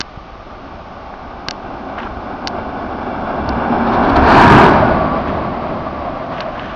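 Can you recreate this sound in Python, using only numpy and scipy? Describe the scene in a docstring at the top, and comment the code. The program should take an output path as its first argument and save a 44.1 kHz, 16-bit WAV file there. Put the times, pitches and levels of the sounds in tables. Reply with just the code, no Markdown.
"""A hand-held camera's plastic case clicks and rustles as an electric scooter approaches on a coarse road.
Its treads roar on the chips and its tyre casings drum, changing colour from front to side to rear.
At 4.5 s it passes at arm's length: wheels and drive ring, stones snap, the pitch drops, the wake rumbles
and the microphone overloads with a bright fizz. The motor whines thinly as the scooter rolls away,
and fingers scuff the case again over faint countryside and breeze."""
import sys
import numpy as np
from scipy import signal
from scipy.fft import rfft, irfft, next_fast_len
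from scipy.io import wavfile
from scipy.ndimage import map_coordinates

SR = 44100
rng = np.random.default_rng(int(sys.argv[2]) if len(sys.argv) > 2 else 0)


def master(y):
    """Save y as 16-bit WAV."""
    cut = np.clip(np.atleast_2d(y).T, -1, 1)
    pcm = np.round(cut * 32767)  # scale
    wavfile.write(sys.argv[1], SR, pcm.astype(np.int16))


N = 297846

PASS_S, SPEED_M_PER_S, GAP_M = 4.52, 9.0, 1.7

# Levels are relative; widths and lengths span two standard deviations of a bell.
# tread roar from three sides (frequency [Hz], density [dB])
ROAR_FRONT = [(250, -29.5), (480, -4.5), (610, 1.5), (760, 4), (980, -1.5), (1260, -6.5), (1480, -6.5),
              (1620, -13), (1770, -24), (2100, -20.5), (3400, -31), (5200, -40), (6600, -75), (8000, -110),
              (16000, -120)]
ROAR_SIDE = [(250, -27.5), (510, -17.5), (670, -2), (800, -3.5), (950, 1.5), (1250, -8), (1680, -6),
             (1930, -19.5), (2400, -18), (3500, -31), (4400, -33.5), (6000, -42.5), (6800, -62),
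             (8000, -94), (16000, -120)]
ROAR_REAR = [(250, -33), (480, -10), (650, 2), (770, -2), (940, -8), (1150, -4), (1450, -13.5),
             (1900, -21.5), (2250, -21.5), (3000, -28.5), (5000, -37.5), (6800, -77), (8000, -110),
             (16000, -120)]
# peaks and notches from front wheel and fork (frequency [Hz], width [Hz], gain [dB])
FORK_PEAKS = [(984, 81, -5.5), (1026, 70, 4.5), (1436, 17, 5.5), (1780, 59, -14), (2255, 65, 8),
              (2520, 120, -3), (2680, 45, 8.5), (3400, 260, 5.5), (3700, 140, -4.5), (4340, 300, 1.5),
              (5170, 420, 4)]
# drumming of casings and panels (frequency [Hz], density [dB])
DRUM_FRONT = [(50, -27), (110, -10.5), (155, -11), (225, 1), (275, -1.5), (320, -6), (380, -3), (470, -19),
              (800, -34), (3000, -83)]
DRUM_REAR = [(50, -35.5), (115, -3.5), (165, -1), (225, 0), (310, -1.5), (400, -5.5), (490, -14),
             (800, -40.5), (3000, -80)]
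# rough stretches of road (time [s], length [s], roar gain [dB], drum gain [dB])
ROUGH_ROAD = [(0.643, 0.29, 0.5, 5), (2.597, 0.083, 1.5, 2), (3.528, 0.19, 1, 1), (3.733, 0.04, 2.5, 3.5),
              (4.068, 0.14, 0.7, 1.5), (4.324, 0.11, 3.5, 0), (4.657, 0.14, 2, -0.7), (5.365, 0.13, 2.5, 1),
              (5.728, 0.11, 2, 3)]
# wheel and drive resonances (frequency [Hz], width [Hz], level [dB], time [s], sigma [s])
DRIVE_MODES = [(224.4, 12, -5.5, 3.8, 0.093), (4200, 970, -27, 4.34, 0.081), (131.3, 17, -13.5, 4.55, 0.19),
               (1224, 42, -8.5, 4.55, 0.07), (956, 60, -13, 4.6, 0.15), (399, 56, -5, 4.63, 0.072),
               (1498, 34, -14.5, 4.88, 0.065), (678, 180, -6.5, 4.89, 0.09)]
# motor whine swells (peak time [s], level [dB])
WHINE_SWELLS = [(4.98, -22), (5.8, -36)]
# stones snapping from under the tread (time [s], level [dB], frequency [Hz])
STONE_SNAPS = [(4.3072, -10, 2850), (4.353, -8, 2450), (4.4014, -15.5, 3600), (4.4432, -11.5, 2730),
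               (4.5022, -12, 3220), (4.567, -11, 2870), (4.5896, -10.5, 2640)]
# loose chips under the tyres (time [s], length [s], level [dB])
CHIP_CRUNCHES = [(3.882, 0.025, -28), (3.939, .03, -24.5), (4.043, .02, -24.5), (4.098, 0.011, -20),
                 (4.166, 0.01, -14.5)]
# chip crunch (frequency [Hz], density [dB])
CHIP_SPECTRUM = [(400, -20), (1200, 11.5), (2000, -12), (4200, -7), (6000, -27), (8000, -70), (16000, -120)]
# brief bright crackles of microphone clipping (time [s], length [s], level [dB])
OVERLOAD_TICKS = [(4.097, .002, -46.5), (4.171, .005, -49.5), (4.23, 0.0055, -56.5), (4.292, .006, -50.5),
                  (4.418, 0.011, -46), (4.695, .003, -51.5), (4.71, 0.0027, -53), (4.73, .003, -52.5),
                  (4.758, .002, -53.5)]
# fizz of the overloaded microphone (frequency [Hz], density [dB])
OVERLOAD_HISS_SPECTRUM = [(3000, -24), (6500, 1), (8000, -4), (11000, -8), (16000, -11.5)]
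# camera case clicks (time [s], level [dB], low cut [Hz], high cut [Hz])
CASE_CLICKS = [(.0048, -14, 1180, 6600), (0.0135, -16, 1000, 5700), (1.138, -28.5, 900, 1900),
               (1.4847, -12.5, 1200, 5530), (1.509, -17.5, 1900, 6500), (1.985, -26, 1000, 3400),
               (2.0015, -25, 800, 2600), (2.0308, -29, 1800, 3400), (2.4724, -13, 1400, 5600),
               (2.4791, -24, 4300, 6230), (3.49, -24.5, 4200, 5400), (6.4049, -18.5, 1000, 4200),
               (6.4085, -31.5, 3000, 6060), (6.5945, -25, 2000, 3350)]
# plastic case modes (frequency [Hz], level [dB], T60 [s])
CASE_MODES = [(1180, -9, .008), (1615, -5, .014), (2100, -8, .009), (2710, -11, .008), (2990, -7, .009),
              (3700, -10, .008), (4190, -5, .007), (4580, -.5, .0065), (5405, -4, .007), (6200, -14, .005),
              (6950, -19, .004)]
# strokes on the case (time [s], length [s], level [dB])
FINGER_RUBS = [(1.99, 0.016, -27.5), (2.035, 0.039, -32), (5.288, 0.03, -29), (5.37, 0.065, -36),
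               (6.337, 0.036, -32.5), (6.381, 0.022, -28.5), (6.418, 0.021, -27.5), (6.666, 0.22, -31.5)]
PALM_DRAGS = [(1.982, 0.0042, -22), (2.004, 0.01, -25), (2.068, .012, -23)]
# finger and palm friction (frequency [Hz], density [dB])
RUB_SPECTRUM = [(400, -32.5), (1000, 7), (1600, 9.5), (2100, -0.5), (3000, -0.5), (4500, -17),
                (6000, -23.5), (7300, -38.5), (8300, -70), (16000, -120)]
DRAG_SPECTRUM = [(500, -25), (900, 5), (1200, 2), (1600, -1), (1900, -20), (3000, -23), (6000, -51),
                 (9000, -120)]
# soft hand bumps (time [s], level [dB], frequency [Hz])
HAND_BUMPS = [(0.005, -8, 265), (0.175, -10, 130), (1.4854, -10, 250), (1.4855, -13, 540),
              (1.651, -13, 151)]
# air puffs on the microphone (time [s], length [s], level [dB])
AIR_PUFFS = [(0.7, 0.43, -47), (2.135, 0.14, -35), (2.699, 0.18, -41), (3.492, 0.16, -27),
             (4.227, .2, -25.5), (5.197, 0.088, -38.5), (6.05, .12, -43)]
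# wake, breeze, and countryside with microphone hiss (frequency [Hz], density [dB])
WAKE_SPECTRUM = [(10, -18), (30, -1), (48, -4.5), (72, 5), (110, -6), (200, -29), (1000, -82),
                 (4000, -120)]
BREEZE_SPECTRUM = [(10, -11.5), (32, -2.5), (55, -2.5), (120, -24), (1000, -76.5), (4000, -120)]
FLOOR_SPECTRUM = [(40, -6.5), (130, 1), (450, -3.5), (750, 1.5), (960, -9), (1170, 5.5), (1450, -12),
                  (1750, -11), (2700, -13), (4000, -19), (5300, -23), (6500, -35.5), (7200, -50.5),
                  (8000, -93), (16000, -120)]


def scooter(roar_db=-5.5, drum_db=-7.5, drive_db=-2.5, shadow_db=-4.0, shadow_m=6.2, shadow_sigma_m=4.9):
    """Tyres and drive swell and fade with distance and rough road; past the camera the body masks them."""
    t = clock()
    roar_gain_db = carry_db(front_db=-0.24, rear_db=0.4, ground_db_per_m=0.45)
    roar_gain_db += shadow_db * bell(SPEED_M_PER_S * (t - PASS_S), shadow_m, shadow_sigma_m)
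    drum_gain_db = carry_db(front_db=-1.0, rear_db=-3.0, ground_db_per_m=0.86)
    for time_s, length_s, extra_roar_db, extra_drum_db in ROUGH_ROAD:
        stretch = bell(t, time_s, length_s / 2)
        roar_gain_db += extra_roar_db * stretch
        drum_gain_db += extra_drum_db * stretch
    roar = amp(roar_db) * tread() + amp(drive_db) * drive()
    return amp(roar_gain_db) * roar + amp(drum_gain_db + drum_db) * casing()


def tread(beam_power=2.56, chip_db=0.5, patch_db=1.0):
    """The tread rattles over chips; the wedge between tyre and road beams the roar fore and aft."""
    _, heading = path()
    front = np.clip(-heading, 0, 1) ** beam_power
    rear = np.clip(heading, 0, 1) ** beam_power
    side = np.clip(1 - front - rear, 0, 1)
    aspects = [(front, noise(ROAR_FRONT, FORK_PEAKS)), (side, noise(ROAR_SIDE)), (rear, noise(ROAR_REAR))]
    roar = sum(np.sqrt(share) * doppler(sound) for share, sound in aspects)
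    return roar * amp(chip_db * wobble(220) + patch_db * wobble(25))


def casing(steepness=1.23, swap_heading=-0.083, jolt_db=0.5):
    """Road bumps drum on tyre casings and panels, deeper from the rear."""
    _, heading = path()
    rear = (1 + np.tanh(steepness * (heading - swap_heading))) / 2
    drum = np.sqrt(1 - rear) * noise(DRUM_FRONT) + np.sqrt(rear) * noise(DRUM_REAR)
    return doppler(drum) * amp(jolt_db * wobble(30))


def drive():
    """Wheels and drive ring in noise bands, each heard while its side faces the camera."""
    whirr = np.zeros(N)
    for hz, width_hz, db, time_s, sigma_s in DRIVE_MODES:
        band = unit(filtered(rng.standard_normal(N), lambda f: bell(f, hz, width_hz / 2)))
        whirr += amp(db) * bell(clock(), time_s, sigma_s) * band
    return doppler(whirr)


def motor(whine_hz=1178, flutter_db=-1.0, rise_db_per_s=76, fade_db_per_s=31):
    """The rear motor sings one note that swells fast, fades slowly and wavers with the road."""
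    t = clock()
    hz = whine_hz + 5 * wobble(9) + 12 * wobble(90)
    flutter = amp(flutter_db * wobble(25))
    note = np.sqrt(2) * np.sin(2 * np.pi * np.cumsum(hz) / SR)
    swells = sum(amp(db - np.maximum(rise_db_per_s * (peak_s - t), fade_db_per_s * (t - peak_s)))
                 for peak_s, db in WHINE_SWELLS)
    return swells * flutter * doppler(note)


def stones(count=110, centre_s=4.48, span_s=0.42, top_db=-16, span_db=14, centre_hz=3100, span_oct=1.05,
           rise_cycles=1.6):
    """Tyres pinch small stones: a few loud snaps in a random crackle of weaker ones."""
    track, t = np.zeros(N), np.arange(SR // 100) / SR
    crackle = [(centre_s + span_s * (when - 0.5),
                top_db - span_db * weakness,
                centre_hz * 2 ** (span_oct * (pitch - 0.5)))
               for when, weakness, pitch in rng.random((count, 3))]
    for time_s, db, hz in STONE_SNAPS + crackle:
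        age = hz * t / rise_cycles
        envelope = (age * np.exp(1 - age)) ** 2
        add(track, time_s, amp(db) * envelope * np.sin(2 * np.pi * hz * t))
    return track


def chips():
    """Loose chips crunch under the tyres."""
    return bursts(CHIP_CRUNCHES) * noise(CHIP_SPECTRUM)


def overload_hiss(hiss_db=-55, centre_s=4.48, half_length_s=0.215, grain_db=1.5):
    """Timed bright noise: the fizz and crackle of the microphone clipping at the pass."""
    window = np.exp(-((clock() - centre_s) / half_length_s) ** 12)
    hiss = window * amp(hiss_db + grain_db * wobble(200))
    return (hiss + bursts(OVERLOAD_TICKS)) * noise(OVERLOAD_HISS_SPECTRUM)


def clicks(slip_s=0.003):
    """The case slips under the fingers; the chatter rings its short modes."""
    track, t = np.zeros(N), np.arange(SR // 25) / SR
    ring = sum(amp(db - 60 * t / t60_s) * np.sin(2 * np.pi * hz * t) for hz, db, t60_s in CASE_MODES)
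    for time_s, db, low_hz, high_hz in CASE_CLICKS:
        snap = signal.fftconvolve(chatter(t, slip_s), ring)[:len(t)]
        snap = signal.sosfilt(signal.butter(2, low_hz, "high", fs=SR, output="sos"), snap)
        snap = signal.sosfilt(signal.butter(9, high_hz, fs=SR, output="sos"), snap)
        slip_rms = np.sqrt(np.sum(snap ** 2) / (slip_s * SR))
        add(track, time_s, amp(db) * snap / slip_rms)
    return track


def chatter(t, slip_s, passes=8):
    """One slip: a short random burst, whitened by repeatedly keeping only its phase."""
    window = np.exp(-(t / slip_s) ** 4)
    burst = rng.standard_normal(len(t)) * window
    for _ in range(passes):
        phase = np.angle(rfft(burst))
        burst = irfft(np.exp(1j * phase), len(t)) * window
    return burst


def hand(catch_db=1.8, bump_rise_s=0.00048, bump_t60_s=0.011):
    """Fingers rub and catch, the palm drags lower, and soft skin bumps the case."""
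    catches = amp(catch_db * wobble(300))
    track = bursts(FINGER_RUBS) * unit(noise(RUB_SPECTRUM) * catches)
    track += bursts(PALM_DRAGS) * noise(DRAG_SPECTRUM)
    t = np.arange(SR // 10) / SR
    press = 1 - np.exp(-(t / bump_rise_s) ** 2)
    for time_s, db, hz in HAND_BUMPS:
        add(track, time_s, amp(db - 60 * t / bump_t60_s) * press * np.sin(2 * np.pi * hz * t))
    return track


def air(wake_db=-18.5, breeze_db=-41, floor_db=-37):
    """Wake and puffs rumble on the microphone over a faint breeze, countryside and hiss."""
    rumble = (amp(wake_db + spreading_db()) + bursts(AIR_PUFFS)) * noise(WAKE_SPECTRUM)
    return rumble + amp(breeze_db) * noise(BREEZE_SPECTRUM) + amp(floor_db) * noise(FLOOR_SPECTRUM)


def path():
    """Scooter distance [m] and heading: -1 coming, 0 abreast, 1 leaving."""
    along_m = SPEED_M_PER_S * (clock() - PASS_S)
    distance_m = np.hypot(along_m, GAP_M)
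    return distance_m, along_m / distance_m


def doppler(x, sound_m_per_s=343):
    """Delay by travel time, so pitch drops at the pass."""
    delay_s = path()[0] / sound_m_per_s
    return map_coordinates(x, [(clock() - delay_s) * SR], mode="wrap")


def spreading_db():
    """Level re closest point: -6 dB per doubling of distance."""
    return 20 * np.log10(GAP_M / path()[0])


def carry_db(front_db, rear_db, ground_db_per_m, far_m=24.2):
    """Spreading, front or rear bias, and ground loss beyond far_m."""
    distance_m, heading = path()
    facing_db = front_db * np.clip(-heading, 0, 1) + rear_db * np.clip(heading, 0, 1)
    return spreading_db() + facing_db - ground_db_per_m * np.maximum(distance_m - far_m, 0)


def amp(db):
    """Decibels to gain."""
    return 10 ** (np.asarray(db) / 20)


def unit(x):
    """Scale to rms 1."""
    return x / np.sqrt(np.mean(x ** 2) + 1e-20)


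def clock():
    """Sample times [s]."""
    return np.arange(N) / SR


def bell(x, centre, sigma):
    """Gaussian of height 1."""
    return np.exp(-0.5 * ((x - centre) / sigma) ** 2)


def bursts(rows):
    """Envelope of one bell per row."""
    return sum(amp(db) * bell(clock(), time_s, length_s / 2) for time_s, length_s, db in rows)


def wobble(rate_hz):
    """Smooth random curve, rate_hz knots per second."""
    knots = rng.standard_normal(int(N * rate_hz / SR) + 4)
    return map_coordinates(knots, [clock() * rate_hz])


def filtered(x, response):
    """Apply a frequency response."""
    size = next_fast_len(N + 8192)
    return irfft(rfft(x, size) * response(np.fft.rfftfreq(size, 1 / SR)), size)[:N]


def noise(spectrum, peaks=()):
    """Noise of rms 1 with a spectral outline and narrow peaks."""
    knot_hz, knot_db = np.transpose(spectrum)
    outline_db = lambda hz: np.interp(np.log(hz + 1), np.log(knot_hz), knot_db)
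    peaks_db = lambda hz: sum(db * bell(hz, mid_hz, width_hz / 2) for mid_hz, width_hz, db in peaks)
    return unit(filtered(rng.standard_normal(N), lambda hz: amp(outline_db(hz) + peaks_db(hz))))


def add(track, time_s, sound):
    """Mix sound into track at time_s."""
    tail = track[max(round(time_s * SR), 0):][:len(sound)]
    tail += sound[:len(tail)]


def scene(lowpass_hz=6700):
    """Mono mix: low-passed scooter, air, hand on the camera, road debris and overload hiss."""
    roar = filtered(scooter() + motor(), lambda hz: 1 / np.sqrt(1 + (hz / lowpass_hz) ** 24))
    return (roar + air() + clicks() + hand() + chips() + stones() + overload_hiss())[None]


def record(dry, ceiling=0.92, hardness=10.5, coupling_hz=10, top_hz=15730):
    """The input rounds off peaks, its coupling tilts the flat tops, and the band ends at top_hz."""
    clipped = dry[0] / (1 + np.abs(dry[0] / ceiling) ** hardness) ** (1 / hardness)
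    return filtered(clipped, lambda hz: 1j * hz / (coupling_hz + 1j * hz) * (hz < top_hz))[None]


dry = scene()
out = record(dry)
master(out)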